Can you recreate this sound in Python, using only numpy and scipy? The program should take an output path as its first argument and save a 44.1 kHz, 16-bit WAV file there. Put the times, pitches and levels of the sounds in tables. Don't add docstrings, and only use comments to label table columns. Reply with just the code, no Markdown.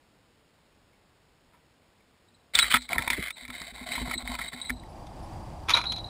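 import sys
import numpy as np
from scipy import signal
from scipy.fft import rfft, irfft
from scipy.io import wavfile
from scipy.ndimage import uniform_filter1d

SR = 44100
rng = np.random.default_rng(int(sys.argv[2]) if len(sys.argv) > 2 else 0)


def wav_out(sig):
    wavfile.write(sys.argv[1], SR, np.round(np.clip(np.atleast_2d(sig).T, -1, 1) * 32767).astype(np.int16))


N = 268561
TIME = np.arange(N) / SR

# (time [s], peak level [dB], centre of the colour [Hz], decay t60 [s])
ROD_KNOCKS = [(0.93, -64, 2300, 0.18), (1.535, -57.5, 970, .15), (2.0, -63, 2300, .12),
              (2.552, -11, 3630, 0.043), (2.589, -7.5, 2730, 0.015), (2.594, -9, 3400, 0.03),
              (2.627, -21.5, 1410, 0.054), (2.643, -25, 1740, 0.029), (2.712, -23, 2460, 0.09),
              (2.741, -11.5, 1470, 0.023), (2.745, -14.5, 1380, 0.026), (2.758, -13, 2780, 0.0045),
              (2.768, -20, 1640, 0.024), (2.810, -38, 4150, 0.01), (2.819, -35.5, 4100, 0.095),
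              (2.891, -29, 2390, 0.0085), (2.931, -18, 2350, 0.0044), (2.959, -28, 700, 0.032),
              (2.982, -15.5, 1900, 0.012), (2.988, -26.5, 1680, 0.048), (3.022, -25.5, 2300, 0.025),
              (3.076, -23, 790, 0.023), (3.079, -20.5, 2470, 0.0071), (3.102, -15, 2570, 0.042),
              (3.108, -35, 3980, 0.023), (3.132, -20.5, 2020, 0.012), (3.305, -27, 2640, 0.025),
              (3.451, -35.5, 2170, 0.044), (3.480, -38, 2410, 0.017), (3.503, -30.5, 2220, 0.012),
              (3.617, -29, 2000, 0.016), (3.919, -27, 2700, 0.09), (3.954, -28.5, 2150, 0.063),
              (3.979, -30, 1130, 0.025), (4.075, -36, 705, 0.062), (4.112, -24.5, 1910, 0.017),
              (4.137, -25.5, 2000, 0.041), (4.276, -27.5, 2170, 0.0058), (4.352, -31.5, 2350, 0.03),
              (4.389, -29.5, 1500, 0.033), (4.413, -29, 2070, 0.072), (4.534, -36, 1800, 0.029),
              (4.696, -25, 1960, 0.016), (4.703, -21.5, 1680, 0.011), (4.835, -39, 1980, 0.02)]
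# (frequency [Hz], level [dB])
KNOCK_SPECTRUM = [(60, -12.5), (250, -14.5), (450, -26.5), (750, -10), (1020, -6.5), (1200, -7.5),
                  (1340, 0.5), (1520, -7.5), (2200, 5.5), (2750, -14), (3450, -5.5), (4400, -7.5),
                  (5100, -12.5), (6000, -8.5)]


def knocks():
    return blows(ROD_KNOCKS, KNOCK_SPECTRUM, tilt_db=6, focus_db=9.5,
                 tail_db=-49.0, tail_t60=0.031, scuff_db=-23.0, scuff_s=0.0062)


# (frequency [Hz], width [Hz], lift [dB])
ROD_RINGS = [(948, 30, 12.5), (1010, 36, 0), (1092, 31, -14), (1311, 59, 6.5), (1416, 37, 5.5),
             (1803, 130, -0.5), (2268, 61, 0), (2470, 30, -18), (3460, 52, 7), (3590, 68, 10.5)]


def blows(rows, spectrum, tilt_db, focus_db, tail_db, tail_t60, scuff_db, scuff_s, lead_s=.012):
    out = np.zeros(N)
    t = np.arange(SR // 4) / SR - lead_s
    after = np.maximum(t, 0)
    for s, db, hz, t60 in rows:
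        scuff = amp(scuff_db) * np.exp(-abs(t) / scuff_s)
        crack_and_rattle = fade(after, t60) + amp(tail_db) * fade(after, tail_t60)
        shape = np.where(t < 0, scuff, crack_and_rattle)
        contacts = rng.choice([-1., 1.], len(t)) * shape
        blow = colour(contacts, spectrum, tilt_db * np.log2(hz / 2000), hz, focus_db)
        rings = sum(amp(lift) * resonate(blow, np.full(len(t), f), width) for f, width, lift in ROD_RINGS)
        blow = blow + rings
        peak = np.sqrt(uniform_filter1d(blow ** 2, size=128).max())
        add(out, s - lead_s, amp(db) * blow / peak)
    return out


# (start [s], length [s], scrape level [dB],
# swell from start to end [dB], low grind level [dB], upper rasp against the middle ring [dB])
ROD_TUGS = [(2.535, .15, -27, -4, -45, 4), (2.696, 0.071, -24, 2, -48.5, 1),
            (2.783, .075, -50.5, 9, -68, 9), (2.893, 0.062, -33, -2, -37, -1),
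            (2.979, 0.11, -38, -3, -44.5, -1), (3.111, 0.047, -31, -2, -42.5, -13),
            (3.16, 0.13, -35, 3.5, -53.5, -10), (3.353, 0.1, -44, 0, -56, 2.5),
            (3.478, 0.03, -46, 6, -51.5, -2), (3.523, 0.19, -39.5, -5.5, -52.5, 0.5),
            (3.731, 0.11, -42.5, -0.5, -50, 0), (3.857, 0.17, -34.5, 2, -44.5, 2),
            (4.042, 0.1, -36, 2.5, -42, 1), (4.176, 0.046, -41.5, 0, -45, 1.5),
            (4.244, 0.11, -38, 8.5, -44, 4), (4.377, 0.11, -38, -3, -47.5, 3),
            (4.515, 0.21, -45, -13, -53.5, 2)]
# (frequency [Hz], level [dB])
RING_SPECTRUM = [(1100, -28), (1500, -10.5), (1900, -5.5), (2120, 9.5), (2400, 0.5), (2800, -5),
                 (4000, -22), (6000, -66.5)]
RASP_SPECTRUM = [(2000, -34.5), (2800, -41), (3100, -1), (3500, 6), (3880, 10), (4150, -4.5), (4500, 0.5),
                 (5000, -21), (6000, -20.5)]
GRIND_SPECTRUM = [(40, -12.5), (250, 0), (450, -11), (600, -2.5), (710, 6), (860, -8.5), (1080, 7),
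                  (1200, -7.5), (1340, 5), (1600, -6.5), (2300, -35.5)]
CRUNCH_SPECTRUM = [(600, -25), (1000, -0.5), (1350, 4.5), (1700, -0.5), (2300, 9.5), (2750, 3),
                   (3450, 11.5), (4400, -4.5), (5100, -12.5), (6000, -11)]


def drag(slips_per_s=3200, spread_db=3.0, clump_db=2.5, clump_hz=170, hard_db=-31, grit_db=-12,
         squeak_hz=820, squeak_db=-7, glide=0.12):
    sizes = amp(spread_db * np.minimum(rng.exponential(1, N), 4)) * rng.choice([-1., 1.], N)
    happens = rng.random(N) < slips_per_s / SR
    slips = sizes * happens * amp(clump_db * wander(clump_hz))
    ring = unit(colour(slips, RING_SPECTRUM))
    rasp = unit(colour(slips, RASP_SPECTRUM))
    grind = unit(colour(slips, GRIND_SPECTRUM))
    crunch = unit(colour(slips, CRUNCH_SPECTRUM))
    squeak = unit(resonate(slips, squeak_hz * np.exp(glide * wander(28)), width_hz=31))
    low = grind + amp(squeak_db) * squeak
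    out = np.zeros(N)
    for start, length, db, swell_db, grind_db, bright_db in ROD_TUGS:
        strength = pull(start, length, swell_db)
        now = round(start * SR) + np.arange(len(strength))
        scrape = (ring[now] + amp(bright_db) * rasp[now]) / np.hypot(1, amp(bright_db))
        breaking = amp(grit_db) + amp(db - hard_db) * strength
        scrape = (scrape + breaking * crunch[now]) / np.hypot(1, breaking)
        add(out, start, strength * (amp(db) * scrape + amp(grind_db) * low[now]))
    return out


def pull(start, length, swell_db, grip_s=0.014, stop_t60=0.067):
    t = np.arange(round((length + stop_t60 * 2) * SR)) / SR
    swell = amp(swell_db * (np.minimum(t / length, 1) - .5))
    return np.minimum(t / grip_s, 1) * swell * fade(np.maximum(t - length, 0), stop_t60)


# (time [s], level [dB], slow bend against the hum [dB], dull thud against the hum [dB])
ROD_JOLTS = [(2.55, -56.5, 17, 19), (2.63, -45, 9, 8), (2.743, -29, -7.5, -1.5), (2.958, -38.5, 5, 11.5),
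             (2.986, -38.5, 4, 13), (3.098, -36.5, -1, 3), (3.179, -40.5, 4, 20.5), (3.421, -43.5, -3, -6),
             (3.485, -37, -6.5, -2), (3.609, -45.5, -5, 8.5), (3.72, -46.5, 3, 4.5), (3.809, -39, -12, 6),
             (3.891, -37, -12, -19), (3.97, -32.5, -2, -13), (4.008, -24.5, -4, -0.5),
             (4.074, -30.5, -11, 4.5), (4.151, -35.5, -13, 6.5), (4.229, -34.5, 2, -15),
             (4.29, -30, 0.5, -17), (4.389, -40.5, 4, 5), (4.533, -35, -15, -1.5), (4.699, -25.5, -5, -3)]
# (frequency [Hz], level [dB])
THUD_SPECTRUM = [(20, -29), (45, 5), (90, -2.5), (200, -1.5), (370, -5.5), (520, -14.5), (800, -23),
                 (2000, -63)]
# (frequency [Hz], decay t60 [s])
BEND_MODE = (56.1, 0.33)
HUM_MODE = (248, 0.22)


def wobble(rise_s=0.0092, thud_t60=0.072):
    out = np.zeros(N)
    t = np.arange(SR // 2) / SR
    bend, hum = (np.sin(2 * np.pi * hz * t) * fade(t, t60) for hz, t60 in (BEND_MODE, HUM_MODE))
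    rise = 1 - np.exp(-t / rise_s)
    for s, db, bend_db, thud_db in ROD_JOLTS:
        thud = unit(colour(rng.standard_normal(len(t)), THUD_SPECTRUM)) * fade(t, thud_t60)
        add(out, s, amp(db) * rise * (hum + amp(bend_db) * bend + amp(thud_db) * thud))
    return out


# (time [s], level before the flutter [dB],
# share that rings on freely [0-1], lift of the modes between 4 and 4.5 kHz [dB])
NEAR_STRIKES = [(2.285, -58.5, 0, -6), (2.342, -52.5, 0, 5), (2.398, -63, .05, -2), (2.594, -12, 0, -3),
                (2.605, -22, 0.04, 0), (2.620, -13.5, 0.02, -12), (2.777, -31.5, 0.31, 5),
                (3.325, -50.5, 0.8, 5), (3.918, -25.5, 0, -15), (3.935, -33, 0.4, 8),
                (3.99, -31.5, 0.14, 1), (4.075, -42, 1, 6), (4.14, -26, 0.07, 6), (4.178, -23, 0.02, -1),
                (4.208, -36, 0, 7), (4.286, -28.5, 0.2, -3), (4.479, -28, 0, -6),
                (4.615, -24.5, 0.14, -4.5), (4.650, -28.5, 0.27, 4), (4.670, -30, 0.1, -16),
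                (4.683, -36, 0, 3), (4.765, -40, 0, 4), (4.782, -44, 0.05, 0), (4.797, -36.5, 0, 2),
                (4.856, -36.5, 0.1, -1)]
FAR_STRIKES = [(5.732, -30, 0.076, 14), (5.737, -10, 0.11, 0), (5.764, -16, 0.21, -4),
               (5.856, -24.5, 0.29, -6), (5.866, -24, 0.29, 12), (5.880, -26, 0.36, 24),
               (5.898, -27, 0.24, -1), (5.936, -28.5, 0.14, 6), (5.968, -35, 0.33, 5),
               (5.994, -38.5, 0.21, -2), (6.043, -33, 0.28, 5)]


def near_bell():
    return bell(NEAR_STRIKES, choke_t60=0.082) * flutter()


def far_bell():
    return bell(FAR_STRIKES, choke_t60=0.084) * flutter()


# (frequency [Hz], level [dB], decay t60 [s])
BELL_MODES = [(3350, -26, 0.51), (3500, -33, 0.62), (3876, -3.5, 0.27), (3885, -2.5, 0.22),
              (3910, -9.5, 0.85), (3690, -30, .25), (4100, -17, 0.31), (4100, -7.5, 0.45),
              (4000, -15, 0.91), (4430, -31, 0.38), (5340, -51, .6)]
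BELL_OVERTONES = [(9470, -31, 0.45), (10150, -33, 0.43)]


def bell(strikes, choke_t60, swing=1.0, swing_hz=45, rise_s=0.0014, uneven_db=2.5):
    out = np.zeros(N)
    t = np.arange(SR // 2) / SR
    modes = BELL_MODES + BELL_OVERTONES
    hz, mode_db, _ = np.transpose(modes)
    rings = np.array([np.exp(2j * np.pi * f * t) * fade(t, t60) for f, _, t60 in modes])
    knots = np.arange(0, .6, 1 / swing_hz)
    depth = swing * np.sqrt(hz / 4000)[:, None]
    upper = (hz > 4000) & (hz < 4500)
    for s, db, free, upper_db in strikes:
        uneven = uneven_db * rng.standard_normal(len(hz))
        weights = amp(mode_db + upper_db * upper + uneven)
        tremble = rng.standard_normal((len(hz), len(knots), 2)) @ [1, 1j]
        tremble = (1 + depth * tremble * (knots > 0)) / np.sqrt(1 + depth ** 2)
        ring = sum(w * (r * np.interp(t, knots, z)).imag for w, r, z in zip(weights, rings, tremble))
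        free = np.clip(free, 0, 1)
        shape = (free + (1 - free) * fade(t, choke_t60)) * (1 - np.exp(-t / rise_s))
        add(out, s, amp(db) * shape * ring / np.linalg.norm(weights))
    return out


def flutter(depth_db=4.0, rate_hz=90):
    return amp(depth_db * np.clip(wander(rate_hz), -2, 1))


# (time [s], peak level [dB], centre of the colour [Hz], decay t60 [s])
ICE_CLATTER = [(5.068, -52, 5400, 0.04), (5.686, -26.5, 1660, 0.28), (5.694, -20.5, 2690, 0.062),
               (5.704, -21.5, 2430, 0.08), (5.742, -24, 1480, 0.12), (5.751, -23, 2300, 0.027),
               (5.765, -25, 1390, 0.053), (5.772, -22.5, 1480, 0.068), (5.786, -28.5, 1160, 0.13),
               (5.814, -32, 2300, 0.035), (5.839, -34, 1500, 0.13), (5.921, -29.5, 3830, 0.041),
               (5.962, -42, 4600, 0.033), (5.982, -42, 3500, 0.038)]
# (frequency [Hz], level [dB])
CLATTER_SPECTRUM = [(100, -25), (450, -11.5), (800, -6.5), (1120, 3), (1400, -1.5), (1800, -9), (2450, 3.5),
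                    (2800, -7.5), (3280, -0.5), (4300, -6.5), (6950, -14), (7300, -31), (9600, -18.5),
                    (11200, -25.5), (15000, -36)]


def clatter():
    return blows(ICE_CLATTER, CLATTER_SPECTRUM, tilt_db=4.5, focus_db=3.5,
                 tail_db=-43, tail_t60=0.28, scuff_db=-14, scuff_s=0.005)


# (time [s], level of the fundamental [dB])
POND_PEEPS = [(4.885, -67), (5.223, -62.5)]


def peeps(hz=5290, length_s=0.038, octave_db=1):
    out = np.zeros(N)
    t = np.arange(round(length_s * SR)) / SR
    phase = 2 * np.pi * hz * t
    note = np.sin(np.pi * t / length_s) * (np.sin(phase) + amp(octave_db) * np.sin(2 * phase))
    for s, db in POND_PEEPS:
        add(out, s, amp(db) * note)
    return out


def whine(hz=4750, level_db=-61, throb_hz=29.8, octave_db=-9):
    throb = (.5 + .5 * np.cos(2 * np.pi * throb_hz * TIME)) ** 2
    phase = 2 * np.pi * hz * TIME + wander(60)
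    return amp(level_db) * throb * (np.sin(phase) + amp(octave_db) * np.sin(2 * phase))


# (frequency [Hz], level [dB per Hz])
HISS_SPECTRUM = [(15, -26), (25, -6), (59, -2.5), (313, -6), (392, -9.5), (429, -7), (738, -11),
                 (968, -11.5), (1160, -13.5), (2280, -16), (5500, -20), (7150, -34), (12100, -120)]


def hiss(level_db=-63.5):
    return amp(level_db) * unit(colour(rng.standard_normal(N), HISS_SPECTRUM))


# (frequency [Hz], level [dB per Hz])
WIND_SPECTRUM = [(15, -29), (25, -3), (84, -1), (281, -13), (322, -10.5), (421, -21), (741, -10.5),
                 (970, -14), (1380, -30), (4380, -38.5), (4750, -36), (6550, -42.5), (7910, -40.5),
                 (14300, -53.5), (15500, -48)]


def wind(level_db=-41.5, gust_db=0.6, gust_hz=9):
    air = unit(colour(rng.standard_normal(N), WIND_SPECTRUM))
    return air * amp(level_db + gust_db * wander(gust_hz))


# (time [s], level [dB])
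CAMERA_FADE = [(4.7, -0.5), (4.85, -11), (5.0, -37), (5.1, -70)]


def on_the_rod():
    heard = hiss() + knocks() + drag() + wobble() + near_bell()
    return sample_and_hold(heard) * amp(curve(CAMERA_FADE))


def sample_and_hold(x, guard_hz=5700, hold_hz=12000):
    mirrored = low_pass(x, guard_hz, size=161) * (1 + 2 * np.cos(2 * np.pi * hold_hz * TIME))
    hold_response = np.sinc(np.fft.rfftfreq(N, 1 / SR) / hold_hz)
    return irfft(rfft(mirrored) * hold_response, N)


# (time [s], level [dB])
POND_SWELL = [(4.45, -40), (4.65, -10), (4.8, -4.5), (5.0, -1), (5.3, 1), (5.6, 0), (6.09, 1)]


def on_the_pond():
    background = (wind() + whine()) * amp(curve(POND_SWELL))
    return background + clatter() + far_bell() + peeps()


def amp(db):
    return 10 ** (np.asarray(db) / 20)


def unit(x):
    return x / np.sqrt(np.mean(x ** 2) + 1e-20)


def fade(t, t60):
    return np.exp(-np.log(1000) * t / max(t60, 1e-3))


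def curve(rows):
    return np.interp(TIME, *np.transpose(rows))


def add(mix, s, sound):
    part = mix[round(s * SR):][:len(sound)]
    part += sound[:len(part)]


def colour(x, points, tilt_db=0, focus_hz=2000, focus_db=0, focus_octaves=0.21, size=4096):
    octave = np.log2(np.fft.rfftfreq(size, 1 / SR) + 1)
    hz, db = np.transpose(points)
    db = np.interp(octave, np.log2(hz), db)
    db = db + tilt_db * np.clip(octave - np.log2(2000), -1.5, 1.5)
    db = db + focus_db * np.exp(-((octave - np.log2(focus_hz)) / focus_octaves) ** 2)
    cepstrum = irfft(np.log(amp(db)))
    cepstrum[1:size // 2] *= 2
    cepstrum[size // 2 + 1:] = 0
    return signal.fftconvolve(x, irfft(np.exp(rfft(cepstrum))))[:len(x)]


def resonate(x, hz, width_hz):
    turn = np.exp(2j * np.pi * np.cumsum(hz) / SR)
    r = np.exp(-np.pi * width_hz / SR)
    return (turn * signal.lfilter([1 - r], [1, -r], x / turn)).real


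def low_pass(x, hz, size):
    return signal.oaconvolve(x, signal.firwin(size, hz, window=("kaiser", 9), fs=SR), "same")


def wander(rate_hz):
    slow = np.fft.rfftfreq(N, 1 / SR) < rate_hz
    return unit(irfft(rfft(rng.standard_normal(N)) * slow, N))


def scene():
    return (on_the_rod() + on_the_pond())[None]


def record(dry, edge_hz=15500):
    return low_pass(dry[0], edge_hz, size=201)[None]


dry = scene()
out = record(dry)
wav_out(out)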